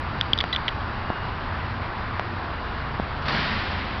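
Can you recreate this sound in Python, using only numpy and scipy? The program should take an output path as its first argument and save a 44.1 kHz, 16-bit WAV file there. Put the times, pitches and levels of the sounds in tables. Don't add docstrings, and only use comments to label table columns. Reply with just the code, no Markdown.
import sys
import numpy as np
from scipy import signal
from scipy.fft import rfft, irfft
from scipy.io import wavfile

SR = 44100
rng = np.random.default_rng(int(sys.argv[2]) if len(sys.argv) > 2 else 0)


def waveform_to_disk(signal):
    frames = np.transpose(np.atleast_2d(signal))
    scaled = np.clip(frames, -1, 1) * 32767
    samples = np.round(scaled).astype(np.int16)
    wavfile.write(sys.argv[1], SR, samples)


N = 176400
TIME = np.arange(N) / SR
BIN_HZ = np.arange(N // 2 + 1) * SR / N


def from_db(db):
    return 10 ** (np.asarray(db) / 20)


def unit_rms(x):
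    return x / np.sqrt(np.mean(x ** 2) + 1e-20)


def at_hz(points, hz):
    freqs, values = np.transpose(points)
    return np.interp(np.log(np.maximum(hz, 1)), np.log(freqs), values)


def drift(rate_hz):
    return unit_rms(irfft(rfft(rng.standard_normal(N)) / (1 + (BIN_HZ / rate_hz) ** 2), N))


def sine(hz):
    return np.sin(2 * np.pi * np.cumsum(hz) / SR)


def noise_bands(spectrum):
    coloured = rfft(rng.standard_normal(N)) * from_db(at_hz(spectrum, BIN_HZ))
    whole = rfft(unit_rms(irfft(coloured, N)))
    centres = np.geomspace(35, 6000, 16)
    for centre_hz, shares in zip(centres, np.eye(len(centres))):
        window = at_hz(list(zip(centres, shares)), BIN_HZ)
        yield centre_hz, irfft(whole * window, N)


def add(out, start_s, sound):
    i = int(start_s * SR)
    out[i:i + len(sound)] += sound[:N - i]


# freq_hz, relative_density_db
ROAR_SPECTRUM = [(10, -19.5), (28, -1.5), (50, -7), (85, -1.5), (130, -9.5), (240, -11), (330, -14),
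                 (500, -16.5), (700, -13.5), (1050, -9), (1700, -14.5), (2200, -20.5), (3300, -26.5),
                 (4700, -31.5), (5400, -40), (6100, -58), (7000, -81)]

def ventilation(level_db=-30.5, flicker_db=0.95):
    bands = (band * from_db(flicker_db * drift(8.9)) for _, band in noise_bands(ROAR_SPECTRUM))
    return from_db(level_db) * sum(bands)


# start_s, length_s, level_db, pitch_hz, wobble_ratio, low_mode_gain, low_mode_hz, top_mode_gain
GRIP_SLIPS = [(0.2115, 0.0024, -5.5, 3380, 0.051, 0.38, 1600, .25),
              (.3330, 0.0038, -4, 3280, 0.017, 0.043, 1930, 0.11),
              (.3775, 0.0021, -19.5, 3450, .05, .05, 1950, 0.27),
              (.3875, 0.0041, -13, 3530, 0.047, 0.042, 1950, .22),
              (0.404, 0.0058, -15.5, 3500, 0.085, 0.48, 1900, .1),
              (0.4092, 0.0046, -14.5, 3390, 0.11, 0.5, 2170, .25),
              (0.5276, 0.0079, -17.5, 3490, 0.098, .2, 1950, 0.13),
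              (.5285, .026, -23, 3940, 0.012, 0.76, 1970, .02),
              (0.5483, 0.0047, -20.5, 3500, 0.063, .2, 2200, .05),
              (0.5616, .003, -11.5, 3290, .04, 0.43, 2030, .02),
              (0.5626, 0.0065, -21, 3570, 0.036, 0.35, 2370, .02),
              (0.6807, 0.0034, -13, 3110, 0.07, 0.62, 2130, .05),
              (0.682, 0.0085, -20.5, 3200, 0.097, 0.53, 1910, .05),
              (0.689, 0.0025, -17.5, 3500, 0.039, 0.28, 2400, .05),
              (0.807, .004, -31, 3320, .04, .1, 1950, .05)]

def case_squeaks(rise_share=0.14, rasp_depth=0.17, top_mode_hz=4730):
    out, wobble, rasp = np.zeros(N), drift(780), drift(830)
    for start_s, length_s, db, hz, wobble_ratio, low_gain, low_hz, top_gain in GRIP_SLIPS:
        span = int(start_s * SR) + np.arange(int(length_s * SR))
        t = TIME[:len(span)]
        tone = sine(hz * (1 + wobble_ratio * wobble[span]))
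        low_mode = low_gain * np.sin(2 * np.pi * low_hz * t)
        top_mode = top_gain * np.sin(2 * np.pi * top_mode_hz * t)
        ramp = np.interp(t / length_s, [0, rise_share, 1], [0, 1, 0])
        envelope = np.sin(np.pi / 2 * ramp) ** 2 * (1 + rasp_depth * rasp[span])
        add(out, start_s, from_db(db) * envelope * (tone + low_mode + top_mode))
    return out


# pitch_hz, level_db, t60_s
CASE_MODES = [(190, -8, 0.015), (730, -1, 0.0073), (1290, 1, 0.0017)]
# start_s, peak_db, cutoff_hz, thud_db
FINGER_TAPS = [(.3335, -13.5, 990, 11), (.4403, -6.5, 3000, -7), (1.1025, -8.5, 790, 1.5),
               (2.1961, -6.5, 2580, -18), (2.9988, -7.5, 620, 0)]

def case_taps():
    out, t = np.zeros(N), TIME[:SR // 20]
    thud, *upper = [np.cos(2 * np.pi * hz * t) * from_db(db - 60 * t / t60) for hz, db, t60 in CASE_MODES]
    for start_s, peak_db, cutoff_hz, thud_db in FINGER_TAPS:
        softness = signal.butter(2, cutoff_hz, fs=SR, output="sos")
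        knock = signal.sosfilt(softness, from_db(thud_db) * thud + sum(upper))
        add(out, start_s, -from_db(peak_db) * knock / np.abs(knock).max())
    return out


# start_s, level_db, decay_s
VALVE_PUFFS = [(3.222, -35, 0.018), (3.256, -30, 0.024), (3.282, -22.5, 0.032)]
# freq_hz, relative_density_db
PUFF_SPECTRUM = [(100, -19.5), (200, 13), (280, -3), (550, -3), (1100, -0.5), (1700, 2), (2500, -4),
                 (3500, -7), (4800, -8.5), (5500, -19.5), (6100, -34), (7000, -56)]
# freq_hz, t60_s
HALL_DECAY = [(200, 2.37), (1200, 1.37), (2600, 3.7), (5200, 2.06)]

def air_valve(tilt_db_per_octave=1.3, pivot_hz=1500, build_s=0.042):
    out = np.zeros(N)
    for hz, band in noise_bands(PUFF_SPECTRUM):
        brightness = from_db(tilt_db_per_octave * np.log2(hz / pivot_hz))
        power = np.zeros(N)
        for start_s, db, decay_s in VALVE_PUFFS:
            age = np.maximum(TIME - start_s, 0)
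            jet = (age > 0) * np.exp(-age / decay_s) * brightness
            tail = from_db(-60 * age / at_hz(HALL_DECAY, hz)) * (1 - np.exp(-age / build_s))
            power += from_db(db) ** 2 * (jet ** 2 + tail ** 2)
        out += band * np.sqrt(power)
    return out


# pitch_hz, level_db, line_width_hz
MOTOR_TONES = [(61.5, -42, 1.8), (86.64, -40.5, 5.6), (113.6, -43.5, 1.7), (141, -49.5, 3.3),
               (228, -50.5, 4.5), (334, -54.5, 6.7), (1021, -55, 11), (2820, -64, 6), (3946, -65, 8),
               (4570, -69.5, 4.7), (4800, -71, 8)]
# middle_s, length_s, pitch_hz, level_db
MOTOR_SWELLS = [(.45, 0.99, 4660, -55.5), (1.15, 0.53, 2845, -48.5), (1.95, 1.63, 87.5, -37.5),
                (2.7, .7, 2840, -53.5), (3.1, 0.96, 139, -41)]

def far_motors(waver_db=4):
    out = np.zeros(N)
    for hz, db, width_hz in MOTOR_TONES:
        tone = sine(hz + width_hz / 2 * drift(2 * width_hz))
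        out += from_db(db) * unit_rms(tone * from_db(waver_db * drift(1.6)))
    for middle_s, length_s, hz, db in MOTOR_SWELLS:
        swell = np.cos(np.pi * np.clip((TIME - middle_s) / length_s, -0.5, 0.5))
        out += from_db(db) * swell * unit_rms(sine(hz + 2.5 * drift(8)))
    return out


def scene():
    hall = ventilation() + far_motors() + air_valve()
    return (hall + case_squeaks() + case_taps())[None]


def record(dry, band_edge_hz=6050, overload=0.72):
    narrow = signal.sosfiltfilt(signal.butter(24, band_edge_hz, fs=SR, output="sos"), dry)
    top_cut = signal.cheby2(12, 70, 16000, fs=SR, output="sos")
    return signal.sosfilt(top_cut, np.clip(narrow, -overload, overload))


dry = scene()
out = record(dry)
waveform_to_disk(out)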